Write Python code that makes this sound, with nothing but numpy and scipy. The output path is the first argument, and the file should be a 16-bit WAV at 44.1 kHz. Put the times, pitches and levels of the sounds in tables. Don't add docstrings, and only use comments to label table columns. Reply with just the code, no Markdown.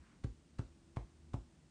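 import sys
import numpy as np
from scipy import signal
from scipy.fft import rfft, irfft
from scipy.io import wavfile
from scipy.ndimage import uniform_filter1d

SR = 44100
rng = np.random.default_rng(int(sys.argv[2]) if len(sys.argv) > 2 else 0)


def persist_wave(psi):
    counts = np.round(np.clip(psi, -1, 1) * 32767).astype(np.int16)
    wavfile.write(sys.argv[1], SR, np.atleast_2d(counts).T)


N = 74970

# t/s, padding/dB, frame/dB, bounce/dB, slap/dB, slap top/Hz, cloth/dB, snap/dB, snap/Hz, echo/dB
TAIL_BLOWS = [(0.2462, 3.5, 0, 4.5, 0, 476, 1.5, -5, 1350, -7.5),
              (0.5942, 3.5, 1, -2, -2.5, 636, 2, 2, 1196, -6),
              (0.9708, 2, -4, 3, -0.5, 1110, 0, -3, 1850, -6),
              (1.3430, 3.5, 2.5, 2.5, -1.5, 1140, 1.5, -13.5, 1990, -7)]
# f/Hz, relative density/dB
ROOM_TONE_SPECTRUM = [(25, -20), (50, -2.5), (75, -9.5), (107, -11.5), (160, -7), (210, -10), (330, -13),
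                      (420, -21.5), (600, -24), (1200, -29.5), (3000, -33.5), (9000, -35.5), (10000, -45)]
# f/Hz, median rms level/dB
HUM_PARTIALS = [(150.7, -79.5), (237, -78), (335, -79.5)]
# t/s, rms level/dB
DRONE_ENVELOPE = [(0, -56), (.1, -87), (.19, -74.5), (.4, -64), (.47, -83), (.53, -64.5), (.72, -62),
                  (.77, -90), (.9, -71.5), (1.14, -68), (1.29, -59), (1.4, -55.5), (1.52, -81.5),
                  (1.57, -75.5), (1.7, -86)]
# f/Hz, relative density/dB
CLOTH_SPECTRUM = [(150, 2.5), (500, -0.5), (1200, 1.5), (2200, -6), (3600, -8), (5500, -13.5), (8000, -16),
                  (10000, -21.5)]
# f/Hz, relative level/dB, T60/s
PADDING_MODES = [(112.7, -5, 0.078), (145.8, -11, .04)]
FRAME_MODES = [(204, -28, 0.22), (240.7, -19.5, 0.068), (271, -18.5, 0.17), (346.6, -25.5, 0.27),
               (396, -30.5, 0.31), (460, -41, 0.075), (570, -23, 0.057)]
MATTRESS_MODES = [(51.9, 7.5, 0.62), (108.6, 1.5, .3)]
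# f/Hz, relative level/dB, T60/s
ROOM_DECAY = [(150, -4, 0.1), (420, 5.5, 0.18), (1050, -1, 0.29), (2600, 0, .22), (5060, 5.5, 0.57),
              (9600, 0.5, 0.19)]

TIME = np.arange(N) / SR
FREQS = np.arange(N // 2 + 1) * SR / N + 1e-9


def undb(db):
    return 10 ** (np.asarray(db) / 20)


def on_log_axis(hz, table, column=1):
    table = np.array(table, float)
    return np.interp(np.log(hz), np.log(table[:, 0]), table[:, column])


def noise(spectrum_db):
    shaped = irfft(rfft(rng.standard_normal(N)) * undb(spectrum_db), N)
    return shaped / shaped.std()


def wander(rate_hz=8.01):
    hold = int(SR / rate_hz)
    steps = np.repeat(rng.standard_normal(N // hold + 1), hold)
    smooth = uniform_filter1d(uniform_filter1d(steps, hold), hold)[:N]
    return smooth / smooth.std()


def tone(hz, rms_db):
    return undb(rms_db) * np.sqrt(2) * np.sin(2 * np.pi * hz * TIME + wander())


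def ring(age, modes):
    age = np.maximum(age, 0)
    return -sum(undb(db) * np.sin(2 * np.pi * hz * age) * np.exp(-np.log(1000) * age / t60)
                for hz, db, t60 in modes)


def room_tone():
    return undb(-66) * noise(on_log_axis(FREQS, ROOM_TONE_SPECTRUM))


def hum(waver_db=4):
    return sum(tone(hz, db + waver_db * wander()) for hz, db in HUM_PARTIALS)


def drone(hz=75.4):
    return tone(hz, np.interp(TIME, *np.array(DRONE_ENVELOPE).T))


def rustle(peak_s=0.085, width_s=0.065, centre_hz=1350, half_band_octaves=0.58):
    band_db = -10 * np.log10(1 + (np.log2(FREQS / centre_hz) / half_band_octaves) ** 4)
    swell = np.exp(-((TIME - peak_s) / width_s) ** 2 / 2)
    return undb(-72.5) * swell * noise(band_db)


def cloth_crush(age, lead_s=0.00955, rise_s=0.003, fall_s=0.0062):
    press = np.clip((age + lead_s) / rise_s, 0, 1) * np.exp(-np.maximum(age, 0) / fall_s)
    return undb(-57.5) * press * noise(on_log_axis(FREQS, CLOTH_SPECTRUM))


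def air_slap(age, top_hz, low_hz=220, edge_db_per_octave=51):
    high_pass = FREQS / np.hypot(FREQS, low_hz)
    low_pass = 1 / np.hypot(1, undb(edge_db_per_octave * np.log2(FREQS / top_hz)))
    delay = np.exp(2j * np.pi * FREQS * age[0])
    return undb(-4) * irfft(high_pass * low_pass * delay, N)


def cloth_snap(age, hz, width_cycles=0.57):
    return undb(-42) * np.sin(2 * np.pi * hz * age) * np.exp(-(age * hz / width_cycles) ** 2 / 2)


def thud(age, padding_db, frame_db, push_s=0.0017, scatter_db=3):
    push_time = np.arange(-SR // 100, SR // 100 + 1) / SR
    push = np.exp(-2 * (push_time / (push_s / 2)) ** 2)
    frame_modes = [(hz, db + scatter_db * rng.standard_normal(), t60) for hz, db, t60 in FRAME_MODES]
    ringing = undb(padding_db) * ring(age, PADDING_MODES) + undb(frame_db) * ring(age, frame_modes)
    return undb(-27) * signal.fftconvolve(ringing, push / push.sum(), mode="same")


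def reverberation(sound, delay_s=0.003):
    age = np.maximum(TIME - delay_s, 0)
    white = rfft(rng.standard_normal(N))
    response = 0
    for hz in 100 * 2. ** np.arange(8):
        band = irfft(white * np.maximum(1 - abs(np.log2(FREQS / hz)), 0), N)
        decay_s = on_log_axis(hz, ROOM_DECAY, column=2) / np.log(1000)
        gain = undb(on_log_axis(hz, ROOM_DECAY)) / np.sqrt(decay_s * SR / 2)
        response = response + gain * band * np.exp(-age / decay_s)
    return signal.fftconvolve(sound, response * (TIME > delay_s))[:N]


def bounce(age, lag_s=0.0075, rise_s=0.0095, free_s=0.069, stop_s=0.0051, relax_s=0.013):
    age = np.maximum(age - lag_s, 0)
    swing = np.minimum(age / rise_s, 1) * np.exp(-np.maximum(age - free_s, 0) / stop_s)
    advance_s = 0.22 * relax_s * (1 - np.exp(-age / relax_s))
    return undb(-50.5) * swing * ring(age + advance_s, MATTRESS_MODES)


def scene():
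    out = room_tone() + hum() + drone() + rustle()
    for (start, padding_db, frame_db, bounce_db, slap_db, slap_hz,
         cloth_db, snap_db, snap_hz, echo_db) in TAIL_BLOWS:
        age = TIME - start
        contact_age = age + 0.00078
        surface = (undb(cloth_db) * cloth_crush(contact_age)
                   + undb(slap_db) * air_slap(contact_age, slap_hz)
                   + undb(snap_db) * cloth_snap(contact_age, snap_hz))
        bed = thud(age, padding_db, frame_db) + undb(bounce_db) * bounce(age)
        out = out + surface + bed + undb(echo_db) * reverberation(surface)
    return out[None]


def record(dry):
    low_cut = signal.butter(2, 33.5, "high", fs=SR, output="sos")
    high_cut = signal.ellip(8, .2, 60, 10000, fs=SR, output="sos")
    return signal.sosfilt(high_cut, signal.sosfiltfilt(low_cut, dry))


dry = scene()
out = record(dry)
persist_wave(out)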